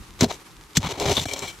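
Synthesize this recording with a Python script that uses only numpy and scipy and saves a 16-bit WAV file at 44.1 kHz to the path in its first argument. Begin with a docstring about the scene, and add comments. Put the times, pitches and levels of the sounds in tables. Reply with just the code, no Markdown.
"""Soft hiss and light gusts in open mountain air, no echo. A faint hiss swells, then at 0.2 s and 0.77 s
an ice axe is swung into hard snow at arm's length: each blow cracks the crust and thumps the packed snow.
The pick is then levered loose, crushing grains as it moves, and squeaks once near 1.17 s as steel slips
on ice. From 1.26 s it is dragged out of its hole and rings faintly as it comes free."""
import sys
import numpy as np
from scipy import signal
from scipy.fft import rfft, irfft
from scipy.io import wavfile
from scipy.ndimage import uniform_filter1d

SR = 44100
rng = np.random.default_rng(int(sys.argv[2]) if len(sys.argv) > 2 else 0)


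def to_wav(sig):
    """Store sig (one row per channel, or 1-D mono) as 16-bit WAV at the path in sys.argv[1].

    Samples outside -1..1 are clipped; the rate is SR.
    """
    pcm = np.clip(np.atleast_2d(sig), -1, 1) * 32767
    pcm = np.round(pcm).astype(np.int16)
    wavfile.write(sys.argv[1], SR, pcm.T)  # frames by channels


N = 70560

# Spectra of slope hiss and of gusts. Each row: frequency in Hz, relative level in dB.
HISS_SPECTRUM = [(35, -50), (60, -27), (172, -6.5), (244, -9.5), (330, -3.5), (682, -19), (767, -12),
                 (1110, -9.5), (1740, -14.5), (12400, -25.5), (16000, -47)]
GUST_SPECTRUM = [(20, -12.5), (45, 7), (70, -5.5), (110, -4.5), (200, -9), (500, -46.5)]
# Their levels over time. Each row: time in seconds, level in dB.
HISS_LEVELS = [(0, -48), (.15, -50.5), (.42, -49), (.55, -52), (.59, -53.5), (.72, -50.5), (1.55, -49)]
GUST_LEVELS = [(0, -35), (.05, -50.5), (.17, -47), (.45, -60), (.555, -49), (.68, -57.5), (1.5, -56.5),
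               (1.6, -49)]

# The first row is a faint hiss swelling just before the first blow; the rest are the pick crushing snow.
# Each row: start in seconds, length in seconds, grit level in dB, grit tilt in dB per octave,
# crunch level in dB, rumble level in dB, swell over the length in dB.
GRAIN_SPANS = [(0.188, 0.02, -39.5, -1, -48, -48, 9), (0.215, 0.012, -24, -3.5, -25.5, -19.5, 0),
               (0.226, 0.012, -28.5, 1.5, -23.5, -21.5, 7.5), (0.253, 0.012, -43, 2, -31, -26.5, -5),
               (0.277, 0.021, -48, 2, -43, -51, 8), (0.297, 0.015, -30.5, -4.5, -36, -63, 5),
               (0.321, 0.039, -43.5, 3.5, -46, -53, -9), (0.749, 0.017, -31, 1, -44, -43, 16),
               (0.8, 0.024, -42, 1, -43.5, -51, 1), (0.826, 0.025, -31, -8.5, -38, -31.5, 7),
               (0.855, 0.022, -30.5, -5.5, -51, -29, -3.5), (0.885, 0.04, -34, -1.5, -32.5, -59, 6.5),
               (0.934, 0.034, -42, -6.5, -41, -69, 1), (0.973, 0.026, -39.5, -2.5, -33, -44, -2.5),
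               (1.003, 0.058, -31.5, -1.5, -25.5, -40, -6.5), (1.054, 0.035, -29, -3, -26, -27, 4.5),
               (1.091, 0.031, -26.5, -0.5, -21.5, -25, 4.5), (1.123, .04, -32, 1.5, -41, -46, -0.5),
               (1.165, 0.017, -27.5, -5.5, -30, -31.5, 5), (1.185, 0.02, -35, 2.5, -41, -34, -1),
               (1.207, 0.034, -33.5, 2, -41.5, -38, -2.5), (1.282, 0.023, -34.5, -1.5, -39, -61, -5),
               (1.309, 0.035, -39.5, 1, -36, -47, 9.5), (1.358, 0.087, -41, -3, -42, -57, -10.5),
               (1.419, 0.032, -37.5, -7.5, -38, -40, -1), (1.451, 0.059, -40, -0.5, -47.5, -50.5, 0)]
# Spectra of the grain layers. Each row: frequency in Hz, relative level in dB.
GRIT_SPECTRUM = [(400, -25), (1000, 3.5), (1600, -6), (2300, 3), (2600, -0.5), (3800, 4.5), (4250, 0.5),
                 (4700, -1), (6100, -1), (7600, -3), (8500, -13), (10800, -14.5), (12200, -12),
                 (15500, -48)]
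CRUNCH_SPECTRUM = [(100, -0.5), (250, -6.5), (390, 5), (500, 2.5), (700, 2), (950, -3.5), (1300, -29),
                   (2500, -67)]
RUMBLE_SPECTRUM = [(20, -33), (50, -16), (80, 2.5), (140, -2.5), (260, -10), (450, -49), (1200, -64)]
# Resonances of the hollow around the pick, and of the axe damped by the snow that grips it.
# Each row: frequency in Hz, width in Hz, relative level in dB.
HOLLOW_MODES = [(281, 26, 0), (382, 7.8, -6), (403.8, 6.7, 10.5), (556, 30, -6.5), (646, 53, -11),
                (764, 17, -2.5), (915, 46, -1)]
GRIPPED_MODES = [(2320, 120, -7.5), (2990, 240, -7), (3416, 68, -2), (3873, 73, 1), (4210, 90, 3.5),
                 (5284, 130, -4), (6056, 210, 1.5), (6830, 160, -6.5), (7420, 160, -5.5)]

# Crust cracking. Each row: start in seconds, level in dB, decay in seconds, tilt in dB per octave.
CRACKS = [(0.2082, -10.5, 0.0039, 0), (0.2418, -16.5, 0.0038, -4), (0.7696, -9.5, 0.005, 2.5),
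          (0.9987, -16, 0.0018, 2.5), (1.2546, -24, 0.0037, -2.5), (1.3347, -20, 0.0031, 5.5),
          (1.391, -22, .002, 5.5)]
# Spectra of the fracture and of the tip meeting ice. Each row: frequency in Hz, relative level in dB.
FRACTURE_SPECTRUM = [(150, -10), (500, -1), (1500, -0.5), (2700, -5.5), (4100, -1.5), (5100, -0.5),
                     (6150, -0.5), (6700, 1.5), (7500, -2), (8300, -7.5), (10500, -28), (12200, -13.5),
                     (15500, -55)]
TIP_SPECTRUM = [(2000, 3.5), (5000, 0), (8000, -8), (12300, -7), (16000, -31)]
# Packed snow thumping. Each row: start in seconds, level in dB, pitch in Hz, decay in seconds.
THUMPS = [(0.2101, -9.5, 370, 0.0029), (.2226, -4.5, 230, .006), (.2346, -3.5, 235, .0075),
          (.7738, -6, 160, .007), (.7822, -18, 235, .007), (.2435, -12, 670, 0.0043),
          (0.2615, -22, 463, 0.0035), (0.272, -27, 89, 0.0091), (.3128, -13.5, 643, 0.002),
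          (0.7934, -16, 96, 0.008), (0.868, -32, 109, 0.011), (0.925, -29.5, 102, 0.011),
          (1.184, -25, 124, 0.0066), (1.216, -22, 158, 0.0061), (1.2578, -15, 700, 0.002),
          (1.2574, -23.5, 286, 0.0051), (1.263, -20.5, 104, 0.0065)]

# Pulses of the squeak. Each row: start in seconds, level in dB, decay in seconds.
SQUEAK_PULSES = [(1.167, -14.5, 0.0079), (1.175, -23.5, 0.011), (1.194, -20, 0.0055)]
# Resonances of the squeak and of the freed pick.
# Each row: frequency in Hz, width in Hz, relative level in dB.
SQUEAK_MODES = [(2050, 180, -11), (3100, 350, -4), (3570, 260, 47), (3870, 350, 0), (4150, 250, -4),
                (5700, 400, -13), (6200, 250, -13)]
FREE_MODES = [(2314, 27, -1), (3100, 65, -8.5), (3266, 67, -7), (4130, 26, -4.5), (5670, 250, -8),
              (6600, 190, -12), (7430, 390, -11)]
# Freed pick ringing. Each row: start in seconds, level in dB, decay in seconds, tilt in dB per octave.
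RINGS = [(1.259, -37.5, 0.072, -4), (1.286, -35, 0.02, -18), (1.311, -30, 0.025, -9), (1.366, -42, 0.12, 1),
         (1.418, -35.5, .04, -2.5), (1.478, -30, 0.018, -8.5)]

# Stereo width of air and axe. Each row: frequency in Hz, side gain in dB.
AIR_SIDE = [(30, -1), (120, -19), (400, -12), (1000, -5.5), (4000, -3), (12000, -3)]
AXE_SIDE = [(60, -50), (250, -20.5), (500, -20.5), (1200, -8.5), (4000, -10), (9000, -8), (14000, -2.5)]
# Leftward lean of the axe. Each row: frequency in Hz, left minus right in dB.
AXE_BALANCE = [(200, 0.5), (500, 1), (1200, 3), (2500, 6), (5000, 2), (9000, 5.5)]

AIR_WAVER_PER_S, AIR_WAVER_DB = 41.9, 1.5
LOOSE_SNOW_PER_S, LOOSE_SNOW_DB = 98, -60
GRIT_PER_S, CRUNCH_PER_S, GRAIN_SPREAD_DB = 5000, 2200, 3
CRYSTALS_PER_S, CRYSTAL_DB = 150, 7.5
SPAN_ATTACK_S, SPAN_RELEASE_S = 0.0054, 0.0058
JERK_PER_S, JERK_DB = 200, 0.8
HOLLOW_DB, GRIT_RING_DB, CRACK_RING_DB = -3.5, -9.5, -5  # against the direct sound
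TIP_DB, TIP_DECAY_S, CRACK_SIDE_DB = -8, 0.0017, -3.5
SLIP_HZ, SLIP_JITTER, SLIP_SPREAD_DB = 894, 0.3, 5
TIME_S = np.arange(N) / SR
FREQ_HZ = np.arange(N // 2 + 1) * SR / N + 1  # 1 Hz offset avoids zero
SIDE_SIGNS = np.array([[1], [-1]])


def undb(db):
    """Decibels to gain."""
    return 10 ** (np.asarray(db) / 20)


def unit(x):
    """Scale to rms 1."""
    return x / np.sqrt(np.mean(x ** 2))


def steady(x, span_s=0.008):
    """Hold the running rms at 1."""
    return x / np.sqrt(uniform_filter1d(x ** 2, int(span_s * SR)) + 1e-18)


def gains(spectrum):
    """Gain per frequency bin from (Hz, dB) rows."""
    hz, db = np.array(spectrum, float).T
    return undb(np.interp(np.log(FREQ_HZ), np.log(hz), db))


def colour(x, spectrum):
    """Filter by a spectrum."""
    return irfft(rfft(x) * gains(spectrum), N)


def resonate(x, modes):
    """Filter by parallel resonances."""
    response = sum(undb(db) / (1 + 1j * (FREQ_HZ ** 2 - hz ** 2) / (FREQ_HZ * width_hz))
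                   for hz, width_hz, db in modes)
    return irfft(rfft(x) * response, N)


def tilted(rows, db_per_oct):
    """Tilt a spectrum or mode set about 1 kHz."""
    return [(*row[:-1], row[-1] + db_per_oct * np.log2(row[0] / 1000)) for row in rows]


def wander(per_s):
    """Smooth random curve, rms 1."""
    hold = int(SR / per_s)
    steps = np.repeat(rng.standard_normal(N // hold + 1), hold)[:N]
    return unit(uniform_filter1d(steps, hold))


def burst(start_s, decay_s, attack_s=0.00072):
    """Quick rise, exponential fall."""
    age_s = np.maximum(TIME_S - start_s, 0)
    return (1 - np.exp(-age_s / attack_s)) * np.exp(-age_s / decay_s)


def grains(per_s):
    """Random clicks, a few much larger than the rest."""
    size = undb(GRAIN_SPREAD_DB * np.minimum(rng.exponential(size=N), 5))
    return (rng.random(N) < per_s / SR) * size * rng.choice([-1, 1], N)


def mountain_air():
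    """Faint ticks of loose snow, hiss of the open slope and light gusts, in stereo."""
    out = undb(LOOSE_SNOW_DB) * unit(colour(grains(LOOSE_SNOW_PER_S), GRIT_SPECTRUM))
    for spectrum, levels in ((HISS_SPECTRUM, HISS_LEVELS), (GUST_SPECTRUM, GUST_LEVELS)):
        mid, side = (unit(colour(rng.standard_normal(N), spectrum)) for _ in range(2))
        db = np.interp(TIME_S, *np.array(levels).T) + AIR_WAVER_DB * wander(AIR_WAVER_PER_S)
        out = out + undb(db) * (mid + colour(side, AIR_SIDE) * SIDE_SIGNS)
    return out


def hiss_and_crushing():
    """A faint hiss swells before the first blow; after it the pick snaps snow grains in jerks."""
    fine = grains(GRIT_PER_S) + undb(CRYSTAL_DB) * grains(CRYSTALS_PER_S)
    coarse = grains(CRUNCH_PER_S)
    hollow = undb(HOLLOW_DB) * unit(resonate(coarse, HOLLOW_MODES))
    crunch = steady(unit(colour(coarse, CRUNCH_SPECTRUM)) + hollow, span_s=0.0118)
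    rumble = steady(colour(grains(CRUNCH_PER_S), RUMBLE_SPECTRUM), span_s=0.019)
    out = 0
    for start_s, length_s, grit_db, db_per_oct, crunch_db, rumble_db, swell_db in GRAIN_SPANS:
        age_s = TIME_S - start_s
        attack = np.clip(age_s / SPAN_ATTACK_S, 0, 1)
        release = np.exp(-np.maximum(age_s - length_s, 0) / SPAN_RELEASE_S)
        swell = undb(swell_db * (np.clip(age_s / length_s, 0, 1) - 0.5))
        direct = unit(colour(fine, tilted(GRIT_SPECTRUM, db_per_oct)))
        steel = unit(resonate(fine, tilted(GRIPPED_MODES, db_per_oct)))
        grit = steady(direct + undb(GRIT_RING_DB) * steel, span_s=0.03)
        layers = undb(grit_db) * grit + undb(crunch_db) * crunch + undb(rumble_db) * rumble
        out = out + attack * release * swell * layers
    return out * undb(JERK_DB * wander(JERK_PER_S))


def crust_cracks():
    """The tip ticks on ice; milliseconds of dense fracture leave the steel ringing."""
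    out = 0
    for start_s, db, decay_s, db_per_oct in CRACKS:
        noise = rng.standard_normal(N)
        envelope = burst(start_s, decay_s)
        fracture = envelope * steady(colour(noise, tilted(FRACTURE_SPECTRUM, db_per_oct)), span_s=0.0018)
        modes = tilted(GRIPPED_MODES, db_per_oct)
        steel = resonate(noise * envelope, modes) / np.std(resonate(noise, modes))
        tip_noise = steady(colour(rng.standard_normal(N), TIP_SPECTRUM), span_s=0.0024)
        tip = burst(start_s, TIP_DECAY_S) * tip_noise
        out = out + undb(db) * (fracture + undb(CRACK_RING_DB) * steel + undb(TIP_DB) * tip)
    return out


def snow_thumps():
    """The pack is pushed in and swings for a cycle or two."""
    return sum(undb(db) * burst(start_s, decay_s) * np.sin(2 * np.pi * hz * (TIME_S - start_s))
               for start_s, db, hz, decay_s in THUMPS)


def ice_squeak():
    """The wedged steel sticks and slips unevenly on ice."""
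    cycles = np.cumsum(SLIP_HZ * np.exp(SLIP_JITTER * wander(SLIP_HZ))) / SR
    slips = np.diff(np.floor(cycles), prepend=0)  # one click per cycle
    slips *= undb(SLIP_SPREAD_DB * rng.standard_normal(N))
    envelope = sum(undb(db) * burst(start_s, decay_s) for start_s, db, decay_s in SQUEAK_PULSES)
    return envelope * steady(resonate(slips, SQUEAK_MODES))


def pick_rings():
    """Grains brush the freed pick and ring its steel modes."""
    out = 0
    for start_s, db, decay_s, db_per_oct in RINGS:
        steel = steady(resonate(grains(GRIT_PER_S), tilted(FREE_MODES, db_per_oct)), span_s=0.032)
        out = out + undb(db) * burst(start_s, decay_s, attack_s=0.0013) * steel
    return out


def textures():
    """Swelling hiss, crushing, squeak and rings."""
    return hiss_and_crushing() + ice_squeak() + pick_rings()


def scene():
    """The axe a little to the left, in open air."""
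    lean = gains(AXE_BALANCE)
    pan = 2 * np.array([lean, np.ones_like(lean)]) / (1 + lean)
    axe = irfft(rfft(crust_cracks() + snow_thumps() + textures()) * pan, N)
    # Fresh noise makes the treble partly different at each ear.
    side = colour(undb(CRACK_SIDE_DB) * crust_cracks() + textures(), AXE_SIDE)
    return axe + side * SIDE_SIGNS + mountain_air()


def record(dry, low_hz=35, top_hz=15600):
    """Thin the deepest bass, clip at 0.9, cut the top."""
    highpass = signal.butter(2, low_hz, "high", fs=SR, output="sos")
    lowpass = signal.ellip(8, 0.2, 80, top_hz, fs=SR, output="sos")
    clipped = np.clip(signal.sosfilt(highpass, dry), -0.9, 0.9)
    return signal.sosfilt(lowpass, clipped)


dry = scene()
out = record(dry)
to_wav(out)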